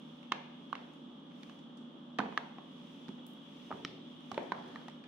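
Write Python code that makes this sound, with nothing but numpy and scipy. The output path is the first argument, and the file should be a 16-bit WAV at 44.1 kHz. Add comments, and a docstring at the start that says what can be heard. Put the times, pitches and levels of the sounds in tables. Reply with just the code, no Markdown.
"""A small room, close to a hard table where takeaway food is set out; an appliance hums and hisses.
Thin plastic packaging snaps and ticks: short modes, a dull knock and a crack of pulses.
Weight thumps the table's low modes, and a plastic bag slides away as swelling friction noise.
A full paper bowl is pushed in with a few taps, over scuffing grains and table rumble.
Dense room echoes follow the handling; coloured noise and steady tones make the appliance."""
import sys
import numpy as np
from scipy import signal
from scipy.fft import rfft, irfft, next_fast_len
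from scipy.io import wavfile
from scipy.ndimage import uniform_filter1d

SR = 44100
rng = np.random.default_rng(int(sys.argv[2]) if len(sys.argv) > 2 else 0)


def dump_mix(stems):
    """Bounce the given channels to the path in sys.argv[1] as a 16-bit WAV at rate SR."""
    frames = np.atleast_2d(stems).T  # one column per channel
    limited = np.clip(frames, -1, 1)  # hard clip at full scale
    pcm = np.round(limited * 32767).astype(np.int16)
    wavfile.write(sys.argv[1], SR, pcm)


N = 223840
TIME = np.arange(N) / SR
EVENT_N = SR // 2   # samples in one short event
EVENT_TIME = TIME[:EVENT_N]

# Snaps and taps of packaging close to the microphone.
# Each row: start in seconds, main mode level in dB, main mode in Hz, second mode level in dB, second mode in Hz,
# knock level in dB, crack level in dB, crack tilt in dB per octave, extra room send in dB, left over right in dB.
# Second mode, knock and crack levels are relative to the main mode.
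PACKAGING_CLICKS = [ (0.3179, -34, 1000, -8, 1770, -2, -12, 1, 3, 0),
                    (0.3203, -18, 1110, -9, 1850, -7.5, 1, 0.2, -1.5, -4.5),
                    (0.3212, -25.5, 2100, 4, 3130, -8, -21, 6, 2.5, 5),
                    (0.7286, -20.5, 1130, -18.5, 2850, -16, -17, 1.5, -4, -7.5),
                    (0.7532, -34, 1110, -20, 1750, -2, -2.5, 2.5, 1, -4),
                    (0.753, -33.5, 2240, 2.5, 2800, -20, -12, -3, 3, 0),
                    (1.432, -44.5, 1820, -4, 2670, -16, 4, 5, -5, -5),
                    (1.496, -44, 1110, -5, 1650, -18, -1, 4.5, 1.5, -5),
                    (2.1865, -24.5, 1150, -3.5, 1770, -3, 1.5, 1, 2, 0),
                    (2.1906, -24, 756, -1, 1070, 4, -2.5, -3, 3.5, -8),
                    (2.1932, -24.5, 1310, -6, 980, -5, -14, 2, 2.5, -8),
                    (2.202, -23.5, 940, -1, 1500, -10, -8, -1.5, 1, -1),
                    (2.2181, -34.5, 810, -8, 1100, 1, -16, 2, -3, 0),
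                    (2.2367, -32.5, 900, -11, 680, -7, -20, -2, 3, 0),
                    (2.2590, -38, 780, -3, 1450, -3, -16, -2, -2, -2),
                    (2.3248, -39, 1060, -11, 1550, 8, -5, -2, -1, -2),
                    (2.3755, -17, 1227, -1, 1675, -11.5, -4.5, -0.5, -2.5, -3),
                    (2.5839, -39.5, 770, 0.5, 1073, 0, -5, -3, 5, -4),
                    (3.083, -48, 1506, -18, 2200, 8, 5, 4, -2, -6),
                    (3.0890, -44.5, 910, -23, 1307, 1, -2.5, 6, 4, -8),
                    (3.7069, -37.5, 627, -2, 960, 8.5, -23, 1, 5, -4),
                    (3.714, -29, 850, -1.5, 1240, -5, -15, -1.5, 2, 2),
                    (3.7255, -31, 1220, -21, 1620, -15, -18, -7, -1, -13),
                    (4.3160, -31, 796, -1, 1120, -3.5, -1.5, 3, 4, -6.5),
                    (4.3440, -46, 900, -15, 1330, -1, 7, 3, 0, -9),
                    (4.3777, -24, 572, -4, 885, 2, 0.5, -7, 4, -1.5),
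                    (4.52, -18, 996, -5, 1520, -5.5, -6.5, -4, -1.5, -3),
                    (4.7586, -33, 1203, -1, 1790, -15, -6, 1, 3, -3),
                    (4.882, -40.5, 830, -2.5, 1215, -7, 0, 7, -5, 1),
                    (4.885, -39.5, 940, -7, 1920, -14, -8, -3, -3, -6), ]
# Colour of the crack before its tilt. Each row: frequency in Hz, relative level in dB per Hz.
CRACK_COLOUR = [(200, -24), (900, 4.5), (2000, 5.5), (3200, 3.5), (4000, 0.5), (4800, -9), (5500, -9.5),
                (6500, -14.5), (7800, -25.5), (11000, -30.5), (16000, -50)]
KNOCK_HZ, KNOCK_T60_S = 393, 0.0071
RING_CYCLES = 17.3   # swings of the main mode in which a flexed patch falls by 60 dB
CLICK_ROOM_DB = -7.5   # basic share of each click that reaches the walls

# The ladder of modes of a stiff rim. Each row: frequency in Hz, level in dB, 60 dB decay time in seconds.
RIM_LADDER = [(337, -33, 0.02), (516, -33.5, 0.0053), (1290, -31, 0.019), (1850, -34.5, 0.019),
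              (2250, -34, .014), (3000, -32, 0.016), (3870, -32.5, 0.01), (5550, -34, 0.011)]
RIM_SNAP_S = 3.8491   # the rim flicks free

# Weight landing on the table. Each row: start in seconds, boom gain in dB, deep thud gain in dB.
TABLE_THUMPS = [(2.191, -24.5, -46), (2.251, -32, -64), (2.285, -38, -71), (3.088, -30.5, -66),
                (3.115, -52, -69), (3.727, -37, -45), (3.851, -39.5, -66), (4.315, -37.5, -44),
                (4.523, -36, -66)]
# Low modes of the table top. Each row: frequency in Hz, relative level in dB, 60 dB decay time in seconds.
TABLE_TOP_MODES = [(211.6, 0.5, 0.11), (238.9, -3.5, 0.12), (368, -4.5, 0.049)]
THUD_HZ, THUD_T60_S = 105, 0.064

# Light crinkles of film.
# Each row: start in seconds, gain in dB, centre frequency in Hz, 60 dB decay time in seconds.
FILM_TICKS = [ (0.23, -49.5, 2140, 0.016), (0.935, -67, 6000, 0.023), (1.589, -61, 3360, 0.045),
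              (1.771, -64, 4700, 0.06), (3.266, -49, 12500, 0.011), (3.272, -81, 13270, .12),
              (3.335, -62, 12300, .009), (4.206, -68, 4950, 0.013), (4.3178, -50, 5300, 0.006),
              (4.43, -61, 4960, .02), (4.594, -63, 4380, 0.011), (4.679, -60, 4380, 0.014),
              (4.899, -46, 2450, 0.0067), (5.039, -50, 1920, 0.036), ]

# The full bowl is pushed along.
# Each row: start in seconds, length before release in seconds, table rumble in dB, grain level in dB.
BOWL_PUSHES = [(3.702, 0.2, -56.5, -90), (4.32, 0.44, -64.5, -68), (4.542, 0.15, -62, -70)]
PUSH_ATTACK_S, PUSH_RELEASE_S = 0.023, 0.1
# Colour of the catching grains. Each row: frequency in Hz, relative level in dB per Hz.
SCUFF_SPECTRUM = [(200, -17), (600, 3), (1000, 2), (1700, 5), (2500, -20), (4000, -4), (6000, -18),
                  (8000, -50), (15000, -50)]

# Strokes of film sliding over the table.
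# Each row: middle in seconds, length in seconds between the points at 1/e of the height, height in dB.
FILM_STROKES = [(0.034, 0.61, -4), (0.804, 0.65, -5.5), (1.472, 0.27, -0.5), (2.382, 0.3, -3),
                (2.925, 0.61, -0.5), (3.702, 0.58, 2), (4.11, 0.14, -9), (4.363, 0.35, 0.5),
                (4.743, 0.47, 0)]
STROKE_HISS_DB, STROKE_SIZZLE_DB = -66, -83   # added by a stroke of 0 dB at its height
REST_HISS_DB, REST_SIZZLE_DB = -75, -92.5   # between strokes
# Colour of the sliding hiss. Each row: frequency in Hz, relative level in dB per Hz.
HISS_SPECTRUM = [(600, -1.5), (1500, -2.5), (3000, 8), (4500, -5), (5800, -3), (7000, -11.5), (9000, -24),
                 (15000, -22)]
# Colour of the fine sizzle. Each row: frequency in Hz, relative level in dB per Hz.
SIZZLE_SPECTRUM = [(4000, -11), (7000, -1.5), (9500, -1), (11000, -6), (13000, -18), (16000, -11.5)]

# Decay of the small room. 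Each row: frequency in Hz, 60 dB decay time in seconds.
ROOM_DECAY = [(100, 0.23), (300, 0.53), (1000, 0.61), (3000, 0.8), (7000, 0.58), (15000, 0.2)]
# Tone of the room's echo. Each row: frequency in Hz, relative level in dB.
ROOM_TONE = [(100, 1), (300, 5.5), (550, 6.5), (850, 10), (1300, 3), (2500, 3), (6000, 1.5), (15000, -3)]
# How alike diffuse sound is in the two channels. Each row: frequency in Hz, left-right correlation.
CHANNEL_LIKENESS = [(30, 0.31), (150, 1), (300, 0.8), (600, 0.31), (1200, 0.084), (3000, 0.14), (6000, 0),
                    (15000, 0)]

# Colour of the moving air. Each row: frequency in Hz, relative level in dB per Hz.
AIR_SPECTRUM = [(15, -72), (25, -51), (87, -27), (119, -47), (144, -14), (216, -0.5), (243, 2), (350, -6),
                (393, -12), (535, -13), (578, -15), (802, -21), (1230, -23.5), (1700, -27), (2500, -42),
                (3250, -60), (5500, -120)]
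AIR_DB = -54.5   # steady moving air, before panning
# Steady tones of the appliance. Each row: frequency in Hz, rms level in dB before panning.
HUM_TONES = [(156.1, -64), (242.2, -58), (275.5, -64.5), (516.8, -88.5), (576, -71.5)]
# Narrow rushing resonances of the fan.
# Each row: centre in Hz, distance in Hz at which the gain halves, level in dB before rush and panning.
FAN_RESONANCES = [(195.7, 24.6, -63.5), (246, 24, -69.5), (885, 170, -69.5), (1166, 160, -69),
                  (2935, 95, -75), (3260, 310, -66.5), (3356, 16, -72), (3580, 150, -74.5)]
# Change of the fan's high rush. Each row: time in seconds, added level in dB.
FAN_RUSH = [(0, 2), (2.0, 0), (2.6, 2), (4.1, 4.5), (5.08, 1.5)]
RUSH_ABOVE_HZ = 2000


def packaging(flutter_db=-17, scatter_db=-6.0, scatter_t60=0.0081, beamed_db=-16, knock_room_db=-3.0,
              crack_room_db=-5.0, rise_s=0.00032, low_cut_hz=150, port_lag_s=.00005):
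    """A thin wall buckles: a crack, two short modes of the flexed patch and a dull knock of the whole box."""
    direct, to_room = np.zeros((2, 2, N))
    swell = 1 - np.exp(-EVENT_TIME / rise_s)   # the patch takes part of a cycle to get going
    plain_knock = mode(KNOCK_HZ, KNOCK_T60_S)
    for (s, db, main_hz, upper_db, upper_hz,
         knock_db, crack_db, tilt_db, room_db, pan_db) in PACKAGING_CLICKS:
        t60 = RING_CYCLES / main_hz
        modes = mode(main_hz, t60) + from_db(upper_db) * mode(upper_hz, t60)
        ring = band_pass(swell * modes, 150, 4000)
        knock = band_pass(from_db(knock_db) * plain_knock, 170, 6700)
        snap = from_db(crack_db) * crack(tilt_db)
        flutter = from_db(flutter_db) * weak_modes(main_hz, t60)
        add(direct, s, from_db(db) * (ring + knock + snap + flutter), pan_db)

        # the two strong modes beam towards the microphone, so less of them reaches the walls
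        spread = from_db(beamed_db) * ring
        spread = spread + from_db(knock_room_db) * knock
        spread = spread + from_db(crack_room_db) * snap
        spread = spread + from_db(scatter_db) * weak_modes(main_hz, scatter_t60)
        add(to_room, s, from_db(db + CLICK_ROOM_DB + room_db) * spread, pan_db / 3)

    # the hands work a little to the right, so the left channel hears them later
    direct[0] = np.interp(TIME - port_lag_s, TIME, direct[0])
    # small light walls radiate no bass
    low_cut = signal.butter(2, low_cut_hz, "high", fs=SR, output="sos")
    return signal.sosfilt(low_cut, [direct, to_room])


def crack(tilt_db, first_pulse=1.0, shared=0.25, own=0.36, t60=0.022):
    """Plastic gives way: one sharp pulse and a spray of smaller ones, tilted by so many dB an octave."""
    spray = shared * burst(t60)[0] + own * burst(t60)   # in both channels alike, plus one's own
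    spray[:, 0] += first_pulse
    tilted = [(hz, db + tilt_db * np.log2(hz)) for hz, db in CRACK_COLOUR]
    return coloured(spray, tilted)


def weak_modes(main_hz, t60, below=0.49, above=1.624):
    """Many weak modes of the wrinkled wall fill the gaps around the main one and radiate in all directions."""
    low_hz, high_hz = main_hz * below, main_hz * above
    level = np.sqrt(SR / 2 / (high_hz - low_hz))   # makes up for the narrow band
    return band_pass(burst(t60), low_hz, high_hz, order=3) * level


def burst(t60, rounds=4):
    """A dying spray of pulses in two channels, evened out so that no pitch stands out."""
    spray = rng.standard_normal((2, EVENT_N)) * fade(t60)
    for _ in range(rounds):
        flat = np.exp(1j * np.angle(rfft(spray)))   # keep the phase, level the spectrum
        spray = irfft(flat, EVENT_N) * np.sqrt(fade(4 * t60))
    return rms_one(spray) * np.sqrt(np.mean(fade(t60) ** 2))


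def rim_snap(crack_db=-35, tilt_db=5, pan_db=-2, ring_room_db=-17, spray_room_db=-42,
             spray_low_hz=1900, spray_high_hz=5200, spray_t60=0.019):
    """A stiff plastic rim flicks free and rings in a ladder of modes; a bright spray goes to the walls."""
    direct, to_room = np.zeros((2, 2, N))
    ring = sum((-1) ** k * from_db(db) * mode(hz, t60) for k, (hz, db, t60) in enumerate(RIM_LADDER))
    noise = band_pass(rng.standard_normal((2, EVENT_N)), spray_low_hz, spray_high_hz, order=4)
    spray = rms_one(noise) * fade(spray_t60)
    add(direct, RIM_SNAP_S, ring + from_db(crack_db) * crack(tilt_db), pan_db)
    add(to_room, RIM_SNAP_S, from_db(ring_room_db) * ring + from_db(spray_room_db) * spray)
    return direct, to_room


def table_top(rise_s=0.0049, pan_db=-2.5):
    """Weight landing on the table sets its low modes swinging over a deep thud."""
    out = np.zeros((2, N))
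    swell = (1 - np.exp(-EVENT_TIME / rise_s)) ** 2
    boom = sum(from_db(db) * mode(hz, t60) for hz, db, t60 in TABLE_TOP_MODES)
    thud = mode(THUD_HZ, THUD_T60_S)
    for s, boom_db, thud_db in TABLE_THUMPS:
        add(out, s, swell * (from_db(boom_db) * boom + from_db(thud_db) * thud), pan_db)
    return out


def crinkles(width=1.53, pan_db=0.0):
    """Small folds of film let go, each a short burst of noise around its own pitch."""
    out = np.zeros((2, N))
    for s, db, hz, t60 in FILM_TICKS:
        noise = band_pass(rng.standard_normal((2, EVENT_N)), hz / width, hz * width, order=1)
        fold = rms_one(noise) * fade(t60)
        soften = signal.butter(2, min(hz * 2.0, SR / 2 - 2000), fs=SR, output="sos")   # low-pass
        add(out, s, from_db(db) * signal.sosfilt(soften, fold), pan_db)
    return out


def scuffing(grains_per_s=300, spread_db=5.0, rumble_low_hz=160, rumble_high_hz=380):
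    """During a push the foot of the bowl catches and slips in tiny uneven grains and the table rumbles."""
    slips = rng.random(N) < grains_per_s / SR
    sizes = from_db(spread_db * np.minimum(rng.exponential(1, N), 2)) * slips
    kicks = rng.choice([-1, 1], N) + 1.6 * rng.standard_normal((2, N))   # shared, plus each channel's own
    grains = rms_one(coloured(sizes * kicks, SCUFF_SPECTRUM))
    rumble = rms_one(band_pass(rng.standard_normal(N), rumble_low_hz, rumble_high_hz))
    out = np.zeros((2, N))
    for s, length, rumble_db, grain_db in BOWL_PUSHES:
        attack = np.clip((TIME - s) / PUSH_ATTACK_S, 0, 1)
        release = np.exp(-np.maximum(TIME - s - length, 0) / PUSH_RELEASE_S)
        out += attack * release * (from_db(rumble_db) * rumble + from_db(grain_db) * grains)
    return out


def sliding():
    """Friction noise: every stroke is a bell-shaped swell that raises hiss and fine sizzle together."""
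    motion = sum(from_db(db) * np.exp(-(2 * (TIME - s) / length) ** 2) for s, length, db in FILM_STROKES)
    # rest and stroke add as powers
    hiss = np.hypot(from_db(REST_HISS_DB), from_db(STROKE_HISS_DB) * motion)
    sizzle = np.hypot(from_db(REST_SIZZLE_DB), from_db(STROKE_SIZZLE_DB) * motion)
    return hiss * wash(HISS_SPECTRUM) + sizzle * wash(SIZZLE_SPECTRUM)


def room(x, first_echo_s=0.004, build_s=0.0053, early_gain=0.46, early_s=0.041):
    """Dense wall echoes, evened across pitch and then toned, set in after milliseconds and die band by band."""
    t, hz = TIME[:SR], np.fft.rfftfreq(SR, 1 / SR)
    noise_bins = rfft(diffuse(np.ones_like)[:, :SR])
    centres, tail = np.geomspace(70, 16000, 10), 0
    for centre, weights in zip(centres, np.eye(len(centres))):
        band = irfft(noise_bins * np.interp(hz, centres, weights), SR)
        tail = tail + band * np.exp(-np.log(1000) * t / at_hz(ROOM_DECAY, centre))
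    tail = tail * (1 + early_gain * np.exp(-t / early_s))   # near walls answer first and strongest

    bins = rfft(tail)
    even = bins / np.sqrt(uniform_filter1d(np.abs(bins) ** 2, size=60, axis=1))
    onset = np.clip((t - first_echo_s) / build_s, 0, 1)
    tail = irfft(even * from_db(at_hz(ROOM_TONE, hz)), SR) * onset
    return signal.fftconvolve(x, rms_one(tail) / np.sqrt(SR), axes=1)[:, :N]


def appliance(waver=0.032, pan_db=-0.8):
    """Moving air, fan resonances and motor tones whose phase wavers slightly (in radians)."""
    out = from_db(AIR_DB) * wash(AIR_SPECTRUM)
    rush_s, rush_level = np.transpose(FAN_RUSH)
    rush_db = np.interp(TIME, rush_s, rush_level)
    for centre, width, db in FAN_RESONANCES:
        resonance = diffuse(lambda hz: 1 / (1 + ((hz - centre) / width) ** 2))
        out += from_db(db + rush_db * (centre > RUSH_ABOVE_HZ)) * resonance
    for hz, db in HUM_TONES:
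        drift = np.interp(TIME, np.linspace(0, TIME[-1], 30), rng.standard_normal(30))
        phase = 2 * np.pi * (hz * TIME + rng.random()) + waver * drift
        out += from_db(db) * np.sqrt(2) * np.sin(phase)
    return out * from_db([[pan_db / 2], [-pan_db / 2]])


def wash(spectrum):
    """Diffuse noise that follows a spectrum table."""
    return diffuse(lambda hz: from_db(at_hz(spectrum, hz)))


def diffuse(gain_at):
    """Stereo noise of rms 1 with a given spectrum, its channels alike mainly in the bass."""
    size = next_fast_len(N)
    hz = np.fft.rfftfreq(size, 1 / SR)
    mid, side = rfft(rng.standard_normal((2, size)))
    alike = np.clip(at_hz(CHANNEL_LIKENESS, hz), -.99, .99)
    both = np.sqrt(1 + alike) * mid + np.sqrt(1 - alike) * side * [[1], [-1]]
    return rms_one(irfft(both * gain_at(hz), size)[:, :N])


def coloured(x, spectrum):
    """Causal (minimum-phase) colouring that keeps the power of white noise."""
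    size = x.shape[-1]
    hz = np.abs(np.fft.fftfreq(size, 1 / SR))
    gain = rms_one(from_db(at_hz(spectrum, hz)))
    response = np.exp(np.conj(signal.hilbert(np.log(gain))))
    return irfft(rfft(x) * response[:size // 2 + 1], size)


def band_pass(x, low_hz, high_hz, order=2):
    """A causal Butterworth band."""
    edges = [low_hz, min(high_hz, SR / 2 - 2000)]
    return signal.sosfilt(signal.butter(order, edges, "band", fs=SR, output="sos"), x)


def mode(hz, t60):
    """A struck mode: a dying sine."""
    return np.sin(2 * np.pi * hz * EVENT_TIME) * fade(t60)


def fade(t60):
    """An exponential decay by 60 dB in t60 seconds, half a second long."""
    return from_db(-60 * EVENT_TIME / t60)


def add(track, s, sound, pan_db=0):
    """Mix a sound into a stereo track at time s; pan_db is left over right."""
    i = round(s * SR)
    part = (sound * from_db([[pan_db / 2], [-pan_db / 2]]))[:, :N - i]
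    track[:, i:i + part.shape[1]] += part


def at_hz(points, hz):
    """Read a table on a log-frequency axis."""
    f, value = np.transpose(points)
    return np.interp(np.log(np.maximum(hz, 1)), np.log(f), value)


def from_db(db):
    """Decibels to gain."""
    return 10 ** (np.asarray(db) / 20)


def rms_one(x):
    """Scale to unit rms."""
    return x / np.sqrt(np.mean(x ** 2) + 1e-20)


def scene(crinkle_room_db=-3, thump_room_db=-10):
    """Close handling, its echo in the room, the sliding film and the appliance behind."""
    clicks, to_room = np.add(packaging(), rim_snap())
    thumps = table_top()
    rustle = crinkles() + scuffing()
    echo = room(to_room + from_db(crinkle_room_db) * rustle + from_db(thump_room_db) * thumps)
    return clicks + rustle + thumps + echo + sliding() + appliance()


def record(dry, cutoff_hz=15750):
    """A steep elliptic low-pass cuts the top."""
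    low_pass = signal.ellip(10, .1, 70, cutoff_hz, fs=SR, output="sos")   # ripple and stop band in dB
    return signal.sosfilt(low_pass, dry)


dry = scene()
out = record(dry)
dump_mix(out)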